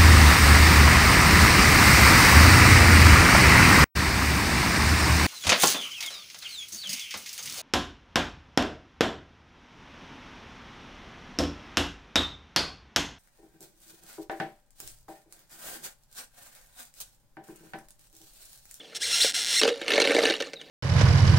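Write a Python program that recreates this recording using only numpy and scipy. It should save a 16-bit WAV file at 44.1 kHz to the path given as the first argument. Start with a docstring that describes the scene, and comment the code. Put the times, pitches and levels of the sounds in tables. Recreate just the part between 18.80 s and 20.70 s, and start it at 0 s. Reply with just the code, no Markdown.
"""First comes a rasp that sweeps between single ticks and short squeaks: a taut plastic strip,
pulled by hand from a bottle on a cutter post, sticks and slips on the post.
Then the bottle is dragged round: its thin wall buckles and crackles, and its hollow body booms.
Behind it all is the faint hiss of a garden, where a small bird chirps far off."""
import sys
import numpy as np
from scipy import signal
from scipy.fft import rfft, irfft, next_fast_len
from scipy.io import wavfile
from scipy.ndimage import uniform_filter1d

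SR = 44100
rng = np.random.default_rng(int(sys.argv[2]) if len(sys.argv) > 2 else 0)


def store_wav(level_fs):
    """Save 16-bit WAV to argv[1]."""
    pcm = np.round(np.clip(np.atleast_2d(level_fs), -1, 1) * 32767)
    wavfile.write(sys.argv[1], SR, pcm.T.astype(np.int16))


N = 83790
T = np.arange(N) / SR

# How loud the strip rasps: time_s, level_db
RASP_LOUDNESS = [(.143, -61), (.15, -36), (.17, -31), (.19, -56), (.222, -27), (.29, -30), (.344, -22.5),
                 (.39, -25.5), (.417, -18), (.5, -28), (.535, -42), (.546, -25.5), (.655, -30), (.755, -23),
                 (.802, -20), (.82, -47)]
# How strongly the bottle crackles as it turns against the blade: time_s, level_db
CRACKLE_LOUDNESS = [(.808, -53), (.815, -27), (.88, -27.5), (.95, -42.5), (1.05, -40), (1.11, -27.5),
                    (1.5, -26), (1.59, -41), (1.66, -39.5), (1.72, -54.5)]


def strip_rasp():
    """Each slip on the post is a click that rings the strip. 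Fast slips merge into a squeak."""
    # How often the strip slips, following the speed of the pull: time_s, slips_per_s
    slip_rates = [(.2, 430), (.213, 1580), (.228, 1780), (.238, 2300), (.252, 2110), (.265, 1340),
                  (.29, 303), (.312, 930), (.33, 1450), (.348, 1300), (.362, 410), (.395, 311),
                  (.409, 3500), (.422, 4100), (.431, 4750), (.44, 900), (.495, 526), (.525, 45),
                  (.546, 430), (.572, 784), (.595, 424), (.62, 450), (.637, 106.3), (.655, 104.4),
                  (.703, 576), (.724, 460), (.745, 1100), (.757, 1210), (.762, 1980), (.783, 2100),
                  (.791, 1760), (0.797, 2740)]
    # The tone of the slips: frequency_hz, level_db
    strip_tone = [(300, -37.5), (526, -14), (1130, -21), (1460, -8.5), (3130, -4.5), (3570, -3), (4880, -5),
                  (9700, -7), (12000, -22)]
    # The notes at which the taut strip rings: pitch_hz, level_db, ring_time_s
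    strip_notes = [(3590, -32, 0.011), (4040, -29, .008), (5490, -27.5, 0.0074)]
    timing_jitter, force_spread_db, friction_db = .05, 2, -5.5
    time_s, slips_per_s = np.transpose(slip_rates)
    rate = np.exp(np.interp(T, time_s, np.log(slips_per_s)) + .025 * drift(per_s=250))
    slips_so_far = np.cumsum(rate) / SR
    timing_luck, force_luck = rng.standard_normal((N // 10, 2))[:int(slips_so_far[-1]) - 1].T
    slip_marks = np.cumsum(1 + timing_jitter * timing_luck)
    position = np.interp(slip_marks, slips_so_far, np.arange(N), right=N - 2)
    force = from_db(force_spread_db * force_luck)
    # Each click is shared between the two nearest samples.
    sample, late = position.astype(int), position % 1
    clicks = np.bincount(sample, force * (1 - late), N) + np.bincount(sample + 1, force * late, N)
    # A little friction hiss follows each click.
    hiss_level = np.sqrt(signal.lfilter([1 - .97], [1, -.97], clicks ** 2))
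    hiss = from_db(friction_db) * rng.standard_normal(N) * hiss_level
    rub = shape_tone(clicks + hiss, strip_tone)
    rasp = rub + sum(from_db(db) * ring(rub, hz, ring_s) for hz, db, ring_s in strip_notes)
    rasp = rasp + from_db(-2) * echoes(rasp, ring_s=.052)
    # Even out the loudness, then let the table shape it.
    power = uniform_filter1d(uniform_filter1d(rasp ** 2, size=600), size=450)
    even_rasp = rasp / np.sqrt(np.abs(power) + 1e-9)
    return even_rasp * from_db(over_time(RASP_LOUDNESS)) * (T < RASP_LOUDNESS[-1][0])


def bottle():
    """Buckles and fine crackle sound in both the thin wall and the hollow body."""
    # The tone of the wall: frequency_hz, level_db
    wall_tone = [(530, -70.5), (900, -14), (1400, -7.5), (1850, 0.5), (4130, -5), (8960, -21), (15500, -43)]
    # The notes at which the hollow body rings: pitch_hz, level_db, ring_time_s
    body_notes = [(289, -25, .1), (335.2, -24.5, 0.098), (459, -11.5, 0.06), (546.5, -19.5, 0.1),
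                  (746, -21.5, 0.052)]
    snaps, pushes, thumps = buckling()
    crackle = fine_crackle()
    wall = shape_tone(flexing_wall(snaps + crackle), wall_tone)
    push = pushes + from_db(-12.5) * crackle
    body = thumps
    for hz, db, ring_s in body_notes:
        waver = from_db(2 * drift(per_s=40.04))
        body = body + from_db(db) * ring(push * waver, hz, ring_s)
    boom_band = signal.butter(2, [230, 800], "band", fs=SR, output="sos")
    return wall + from_db(-8.5) * echoes(wall, ring_s=.037) + signal.sosfilt(boom_band, body)


def buckling():
    """Each buckle snaps in a quick run of clicks, pushes on the body and frees a panel that thumps."""
    # The moments when the wall gives way: start_s, snap_db, boom_db
    buckles = [(.444, -15, -7), (0.815, -5, -6), (0.8333, -4.5, -1), (.852, -10.5, -.5), (.878, -10.5, -1),
               (0.89, -12, -12), (1.0147, -16, -13), (1.081, -7.5, -15), (1.104, -8.5, -17.5),
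               (1.119, -11.5, -10.5), (1.137, -6, -17.5), (1.157, -6, -11), (1.179, -9.5, 3),
               (1.188, -15, -19), (1.2007, -3.5, -1.5), (1.211, -11, -8.5), (1.218, -5, -3.5),
               (1.251, -8, -3.5), (1.273, -10.5, -3), (1.294, -19, -5.5), (1.307, -11.5, -5),
               (1.318, -8, -8), (1.348, -10, -0.5), (1.3648, -9, -0.5), (1.382, -17, 2), (1.388, -8.5, -3),
               (1.436, -5.5, -0.5), (1.454, -6.5, -2.5), (1.499, -8, -5), (1.5378, -13.5, -21),
               (1.603, -13, -11), (1.61, -16.5, -10.5), (1.6224, -12.5, -16), (1.734, -21, -19),
               (1.814, -27, -31)]
    clicks_per_s, fade_s = 4000, .0046
    snap_gain_db, boom_gain_db = 12, -9.5
    body_delay_s = .00201   # the body answers just after the wall
    snaps, pushes, thumps = np.zeros((3, N))
    t = T[:SR // 20]
    for start_s, snap_db, boom_db in buckles:
        run = rng.standard_normal(len(t)) * np.exp(-t / fade_s)
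        run *= rng.random(len(t)) < clicks_per_s / SR
        run[0] = 2   # the sharp first click
        start = int(start_s * SR)
        snaps[start:start + len(t)] += from_db(snap_gain_db + snap_db) * run / np.linalg.norm(run)
        push = from_db(boom_gain_db + boom_db) * (np.arange(N) == start + int(body_delay_s * SR))
        pushes += push
        panel_hz = 442.4 * np.exp(.2 * rng.standard_normal())   # each panel has another size
        thumps += from_db(-7.5) * ring(push, panel_hz, ring_s=.048)
    return snaps, pushes, thumps


def fine_crackle(clicks_per_s=1800, spread_db=3.5):
    """Turning against the blade, the bottle gives tiny random clicks of uneven size."""
    sizes = from_db(spread_db * np.minimum(rng.exponential(1, N), 4))
    signs = rng.choice([-1, 1], N)
    clicks = sizes * signs * (rng.random(N) < clicks_per_s / SR)
    return unit_level(clicks) * from_db(over_time(CRACKLE_LOUDNESS))


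def flexing_wall(clicks, ring_cycles=21.4, swing_db=6):
    """The bending wall rings at many notes, and every snap favours different ones."""
    wall = .5 * clicks
    for k, hz in enumerate(np.geomspace(850, 15500, 48) * rng.uniform(.98, 1.02, 48)):
        ring_s = ring_cycles / hz
        favour_db = swing_db * (2 * np.tanh(drift(per_s=150)) - 1)
        strength = from_db(favour_db) * 10 / (ring_s * SR)
        wall = wall + (-1) ** k * ring(clicks * strength, hz, ring_s)
    return wall


def hollow_hum(start_s=.908, pitch_hz=469.5, ring_s=.1):
    """The bottle swings free and rings: a soft, hollow note swells and dies away."""
    t = np.maximum(T - start_s, 0)
    swell = 1 - np.exp(-t / .008)
    fade = from_db(-11 - 60 * t / ring_s)
    return swell * fade * np.sin(2 * np.pi * pitch_hz * t)


def bird(length_s=.026, fall_hz_per_s=26000, waver_hz=110):
    """A small bird gives short, wavering, falling whistles, blurred by distance."""
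    # The bird's chirps: start_s, middle_pitch_hz, level_db
    chirps = [(-.005, 3290, -41.5), (0.038, 3200, -48), (1.755, 3890, -40), (1.788, 3390, -45),
              (1.85, 4620, -60)]
    song = np.zeros(N)
    for start_s, middle_hz, db in chirps:
        progress = np.clip((T - start_s) / length_s, 0, 1)
        pitch_hz = middle_hz - fall_hz_per_s * length_s * (progress - .5) + waver_hz * drift(per_s=150)
        song += from_db(db) * np.sin(np.pi * progress) * np.sin(2 * np.pi * np.cumsum(pitch_hz) / SR)
    return song + .5 * echoes(song, ring_s=.37)


def garden(hiss_db=-57.5, width=.39):
    """Faint outdoor hiss, and a low rumble that grows with the effort of the pull."""
    # The tone of the outdoor hiss: frequency_hz, level_db
    hiss_tone = [(88, -14.5), (150, 6.5), (781, 2.5), (985, -15.5), (4650, -4.5), (5650, -22)]
    middle, side = shape_tone(rng.standard_normal((2, N)), hiss_tone)
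    effort_db = np.maximum(over_time(RASP_LOUDNESS), over_time(CRACKLE_LOUDNESS))
    rumble_db = -63 + .6 * (effort_db - effort_db.mean())
    rumble = shape_tone(rng.standard_normal((2, N)), [(100, -4), (1000, -36)])
    return from_db(hiss_db) * (middle + width * side * [[1], [-1]]) + from_db(rumble_db) * rumble


def from_db(db):
    """Turn decibels into a number to multiply by."""
    return 10 ** (np.asarray(db) / 20)


def unit_level(x):
    """Scale to an average power of 1."""
    return x / np.sqrt(np.mean(x ** 2) + 1e-20)


def over_time(rows):
    """Join rows of time_s, value with straight lines."""
    return np.interp(T, *np.transpose(rows))


def drift(per_s):
    """A random value that wanders so many times a second."""
    return np.interp(T * per_s, np.arange(N // 10), rng.standard_normal(N // 10))


def shape_tone(x, points, keep_power=True):
    """Turn lows and highs up or down along rows of frequency_hz, level_db."""
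    size = 2 * next_fast_len(N)
    hz, db = np.transpose(points)
    all_hz = np.arange(size // 2 + 1) * SR / size
    gain = from_db(np.interp(np.log(all_hz + 1), np.log(hz), db))
    # These steps make the filter ring only after a click, never before it.
    cepstrum = irfft(np.log(unit_level(gain) if keep_power else gain))
    cepstrum[1:size // 2] *= 2
    cepstrum[size // 2 + 1:] = 0
    return irfft(rfft(x, size) * np.exp(rfft(cepstrum)))[..., :N]


def ring(x, hz, ring_s):
    """Each click starts a note that fades by 60 dB in ring_s."""
    decay, angle = from_db(-60 / (ring_s * SR)), 2 * np.pi * hz / SR
    return signal.lfilter([1, 0, -1], [2, -4 * decay * np.cos(angle), 2 * decay * decay], x + 1e-18)


def echoes(x, ring_s):
    """A blur of echoes that fades by 60 dB in ring_s."""
    t = T[:SR // 3]
    tail = rng.standard_normal(len(t)) * from_db(-60 * t / ring_s)
    return signal.fftconvolve(x, tail / np.linalg.norm(tail))[:N]


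def scene():
    """The strip is straight ahead, the bottle a little to the right; their highs dart side to side."""
    # How strongly the sound darts between left and right: frequency_hz, level_db
    darting_tone = [(300, -21), (5000, -29), (13000, -3.5)]
    strip = strip_rasp()
    whole_bottle = bottle() + hollow_hum()
    darting = shape_tone((strip + whole_bottle) * drift(per_s=400), darting_tone, keep_power=False)
    to_the_right = from_db([[-.67], [.67]])
    return strip + whole_bottle * to_the_right + darting * [[1], [-1]] + bird() + garden()


def record(dry):
    """The very highest sounds are cut off steeply."""
    cutoff_hz = 16000
    return signal.sosfilt(signal.ellip(12, .1, 80, cutoff_hz, fs=SR, output="sos"), dry)


dry = scene()
out = record(dry)
store_wav(out)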